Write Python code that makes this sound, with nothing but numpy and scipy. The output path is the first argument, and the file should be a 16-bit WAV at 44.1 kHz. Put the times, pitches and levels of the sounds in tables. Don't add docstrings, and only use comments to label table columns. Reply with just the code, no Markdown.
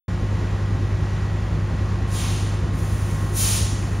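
import sys
import numpy as np
from scipy import signal
from scipy.fft import rfft, irfft, next_fast_len
from scipy.io import wavfile
from scipy.ndimage import map_coordinates

SR = 44100
rng = np.random.default_rng(int(sys.argv[2]) if len(sys.argv) > 2 else 0)


def transcribe(u):
    v = np.clip(np.atleast_2d(u).T, -1, 1)
    q = np.round(v * 32767).astype(np.int16)
    wavfile.write(sys.argv[1], SR, q)


N = 176400
CYCLE_HZ = 10.0


def amp(db):
    return 10 ** (np.asarray(db) / 20)


def along(points, hz):
    f, v = np.transpose(points)
    return np.interp(np.log(hz + 1), np.log(f + 1), v)


def seconds():
    return np.arange(N) / SR


def curve(rows):
    return np.interp(seconds(), *np.transpose(rows))


def wobble(rate):
    knots = rng.standard_normal(int(N * rate / SR) + 4)
    return map_coordinates(knots, [seconds() * rate], mode="nearest")


def filtered(x, response):
    size = next_fast_len(N + SR // 4)
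    return irfft(rfft(x, size) * response(np.fft.rfftfreq(size, 1 / SR)), size)[..., :N]


def rush(spectrum, pulsing=1):
    white = rng.standard_normal((2, N))
    return filtered(white * pulsing, lambda hz: amp(along(spectrum, hz))) * np.sqrt(SR / 2)


def tone(hz):
    return np.sqrt(2) * np.sin(2 * np.pi * (np.cumsum(hz) / SR + rng.random()))


# multiple of the engine cycle, level/dB
EXHAUST_PARTIALS = [(4, -42), (5, -31), (6, -35), (7, -35.5), (8, -59.5), (9, -38.5), (10, -24.5),
                    (11, -49), (12, -44), (13, -42), (14, -55.5), (15, -39), (16, -46), (17, -46),
                    (18, -43), (19, -43), (20, -53), (21, -44), (26, -49.5), (28, -53)]
def exhaust(drift=0.00053, flutter_db=.5):
    cycle_hz = CYCLE_HZ * (1 + drift * wobble(4.24))
    return sum(amp(db + flutter_db * wobble(3.76)) * tone(k * cycle_hz) for k, db in EXHAUST_PARTIALS)


# f/Hz, level/dB per Hz
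RUMBLE_SPECTRUM = [(20, -94), (33, -86), (45, -66), (62, -49.5), (82, -51.5), (125, -57.5), (160, -51.5),
                   (205, -60), (330, -62), (450, -68.5), (800, -87.5), (2000, -115)]
def rumble(throb=0.31, chug=0.24, flutter_db=1.3):
    cycle = 2 * np.pi * (CYCLE_HZ * seconds() + rng.random())
    pulsing = 1 + throb * np.sin(5 * cycle) + chug * np.sin(cycle)
    return rush(RUMBLE_SPECTRUM, pulsing * amp(flutter_db * wobble(14)))


# f/Hz, level/dB per Hz
FAN_SPECTRUM = [(150, -90), (450, -69), (700, -69), (950, -69.8), (1250, -71.5), (1500, -74.5), (2000, -76),
                (2500, -79.5), (3600, -84), (5000, -86.7), (7000, -88.5), (9400, -93), (10100, -98),
                (10700, -104), (11400, -107), (15500, -109.5)]
# t/s, level/dB
MID_SWELLS = [(0, -79), (1.4, -69), (1.75, -58), (1.92, -43.5), (2.1, -66), (2.6, -73), (3.0, -80),
              (3.25, -55), (4, -68)]
def fans(flutter_db=0.44, swirl_db=2.0):
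    wash = rush(FAN_SPECTRUM) * amp(flutter_db * wobble(8.37))
    band = rush([(800, -51), (1120, 15), (1280, 1.5), (1700, -70)])
    swell = amp(curve(MID_SWELLS) + swirl_db * wobble(14))
    return wash + band / band.std() * swell


# multiple of its base pitch, level/dB
HUM_PARTIALS = [(3, -52), (12, -59), (14, -59.5), (15, -57), (16, -52), (18, -82)]
def electrical_hum(base_hz=120.03, flutter_db=0.9):
    pitch = base_hz + .02 * wobble(2.18)
    return sum(amp(db + flutter_db * wobble(3.79)) * tone(k * pitch) for k, db in HUM_PARTIALS)


# f/Hz, level/dB, pitch wander/Hz
WHINE_TONES = [(348, -48, 1.8), (356.4, -50, 2.13), (533, -54, 0.79), (612.3, -59.5, 2.12),
               (787, -58.5, 1.1), (928, -62.5, 3.05), (1194, -59.5, 1.65), (1596, -61, 1.05),
               (1990, -79, 0.6), (2507, -63.5, 3.3), (2610, -65.5, 3), (2638, -68, 3), (2990, -66.5, 4.15),
               (3241, -73, 4.04), (3496, -68, 2.9), (3610, -71, 4), (4200, -68, 12), (6100, -74, 11.7)]
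def whines(flutter_db=0.9):
    return sum(amp(db + flutter_db * wobble(5.99)) * tone(hz + wander * wobble(25))
               for hz, db, wander in WHINE_TONES)


# t/s, level/dB
BLOWER_ENVELOPE = [(.1, -50), (1.6, -51), (2.25, -47), (2.6, -50), (3.05, -46.5), (3.2, -44), (3.6, -49),
                   (4, -50)]
def blower(pitch_hz=1075.0, wander_hz=2.1, flutter_db=0.9):
    gain = amp(curve(BLOWER_ENVELOPE) + flutter_db * wobble(5.53))
    return gain * tone(pitch_hz + wander_hz * wobble(14))


def valve(t, rise, hold, sag, fall):
    opening = np.sin(np.pi / 2 * np.clip(t / rise, 0, 1)) ** 2
    return opening * amp(-sag * np.clip(t - rise, 0, hold) - fall * np.maximum(t - rise - hold, 0))


# t/s, rise/s, hold/s, gain/dB, sag/(dB/s), fall/(dB/s), tilt/(dB/octave), roar lag/s
BRAKE_CUES = [(2.05, 0.14, 0.055, -6.5, 22, 65, -4.5, 0.056), (2.704, 0.083, 0.19, -20, -2, 9, .5, .06),
              (3.311, 0.11, .15, 3, 44, 160, 0.5, 0.045)]
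# f/Hz, level/dB per Hz
JET_SPECTRUM = [(400, -99), (1000, -75), (1900, -77), (2500, -69), (3200, -69.5), (4000, -68),
                (5200, -68.5), (6500, -65), (7700, -65), (8600, -60), (9600, -62), (10300, -65.5),
                (11200, -73.5), (15500, -74)]
# f/Hz, width/Hz, boost/dB
PIPE_PEAKS = [(3170, 110, 3.5), (6150, 250, 2), (9550, 300, 0.5)]
def brake_air(roar_below_hz=5600, flutter_db=0.63):
    def pipe(f):
        return amp(sum(db / (1 + (2 * (f - hz) / width) ** 2) for hz, width, db in PIPE_PEAKS))

    air = np.zeros((2, N))
    for start, rise, hold, gain_db, sag, fall, tilt, lag in BRAKE_CUES:
        t = seconds() - start
        tilted = [(hz, db + tilt * np.log2(hz / 6000)) for hz, db in JET_SPECTRUM]
        jet = filtered(rush(tilted), pipe)
        lows = filtered(jet, lambda hz: 1 / (1 + (hz / roar_below_hz) ** 4))
        hiss = (jet - lows) * valve(t, rise, hold, sag, fall)
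        roar = lows * valve(t, rise + lag, max(hold - lag / 2, 0), sag, fall)
        air += (hiss + roar) * amp(gain_db + flutter_db * wobble(40))
    return air


# start t/s, end t/s, first f/Hz, last f/Hz, top level/dB
WHISTLE_CUE = (2.36, 2.48, 9020, 8950, -48)
def valve_whistle(waver_hz=25):
    start, end, first_hz, last_hz, db = WHISTLE_CUE
    swell = curve([(start, 0), (end - .01, 1), (end, 0)]) ** .5
    pitch = curve([(start, first_hz), (end, last_hz)]) + waver_hz * wobble(140)
    return amp(db) * swell * tone(pitch)


# f/Hz, t60/s (taken as a magnitude after interpolation)
REVERB_DECAY = [(500, -1.2), (3000, 0.88), (7000, 0.99), (10000, .62), (15000, 0.1)]
# f/Hz, level/dB
REVERB_EQ = [(500, -5), (3000, -2), (7000, -1.5), (10000, -5), (14000, -11)]
def station_reverb(x, build_s=0.014):
    hz, t, grains = signal.stft(rng.standard_normal((2, SR)), SR, nperseg=256)
    t60 = np.abs(along(REVERB_DECAY, hz))[:, None]
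    envelope = amp(-60 * t / t60) * (1 - np.exp(-t / build_s))
    energy = SR * np.mean(envelope ** 2, axis=1, keepdims=True)
    envelope *= amp(along(REVERB_EQ, hz))[:, None] / np.sqrt(energy)
    tail = signal.istft(grains * envelope, SR, nperseg=256)[1]
    return signal.fftconvolve(x, tail, axes=1)[:, :N]


# f/Hz, left lead/rad
LEFT_LEAD = [(50, .03), (250, .08), (650, .4), (1300, .22), (2000, 0), (6750, 0), (7100, -.8), (7450, -1.4),
             (7900, -3.14), (8600, -3.14), (9200, -1.4), (10200, -.85), (10800, 0), (13000, 0), (13800, 1),
             (15500, 2)]
# f/Hz, coherence (1 = fully shared)
COHERENCE = [(50, .995), (130, .99), (300, .95), (850, .66), (1400, .88), (2000, .997), (3200, .994),
             (4500, .999), (6700, .999), (7000, .83), (7600, .82), (7900, 1), (8600, 1), (8900, .85),
             (10300, .77), (10900, .999), (13000, .999), (14000, .57)]
def stereo_image(noise, tones):
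    def width(hz):
        angle = np.arccos(np.clip(along(COHERENCE, hz), -1, 1)) / 2
        return np.array([np.cos(angle), np.sin(angle)])

    mid, side = filtered(noise, width)
    stereo = np.array([mid + side, mid - side]) + tones
    return filtered(stereo, lambda hz: np.exp(.5j * np.outer([1, -1], along(LEFT_LEAD, hz))))


def scene():
    tones = exhaust() + electrical_hum() + whines() + blower()
    bed = rumble() + fans()
    air = brake_air() + valve_whistle()
    return stereo_image(bed + air + station_reverb(air), tones)


def record(dry, start_s=.081, top_hz=15720):
    gate = np.clip((seconds() - start_s) * SR / 20, 0, 1)
    return filtered(dry * gate, lambda hz: hz < top_hz)


dry = scene()
out = record(dry)
transcribe(out)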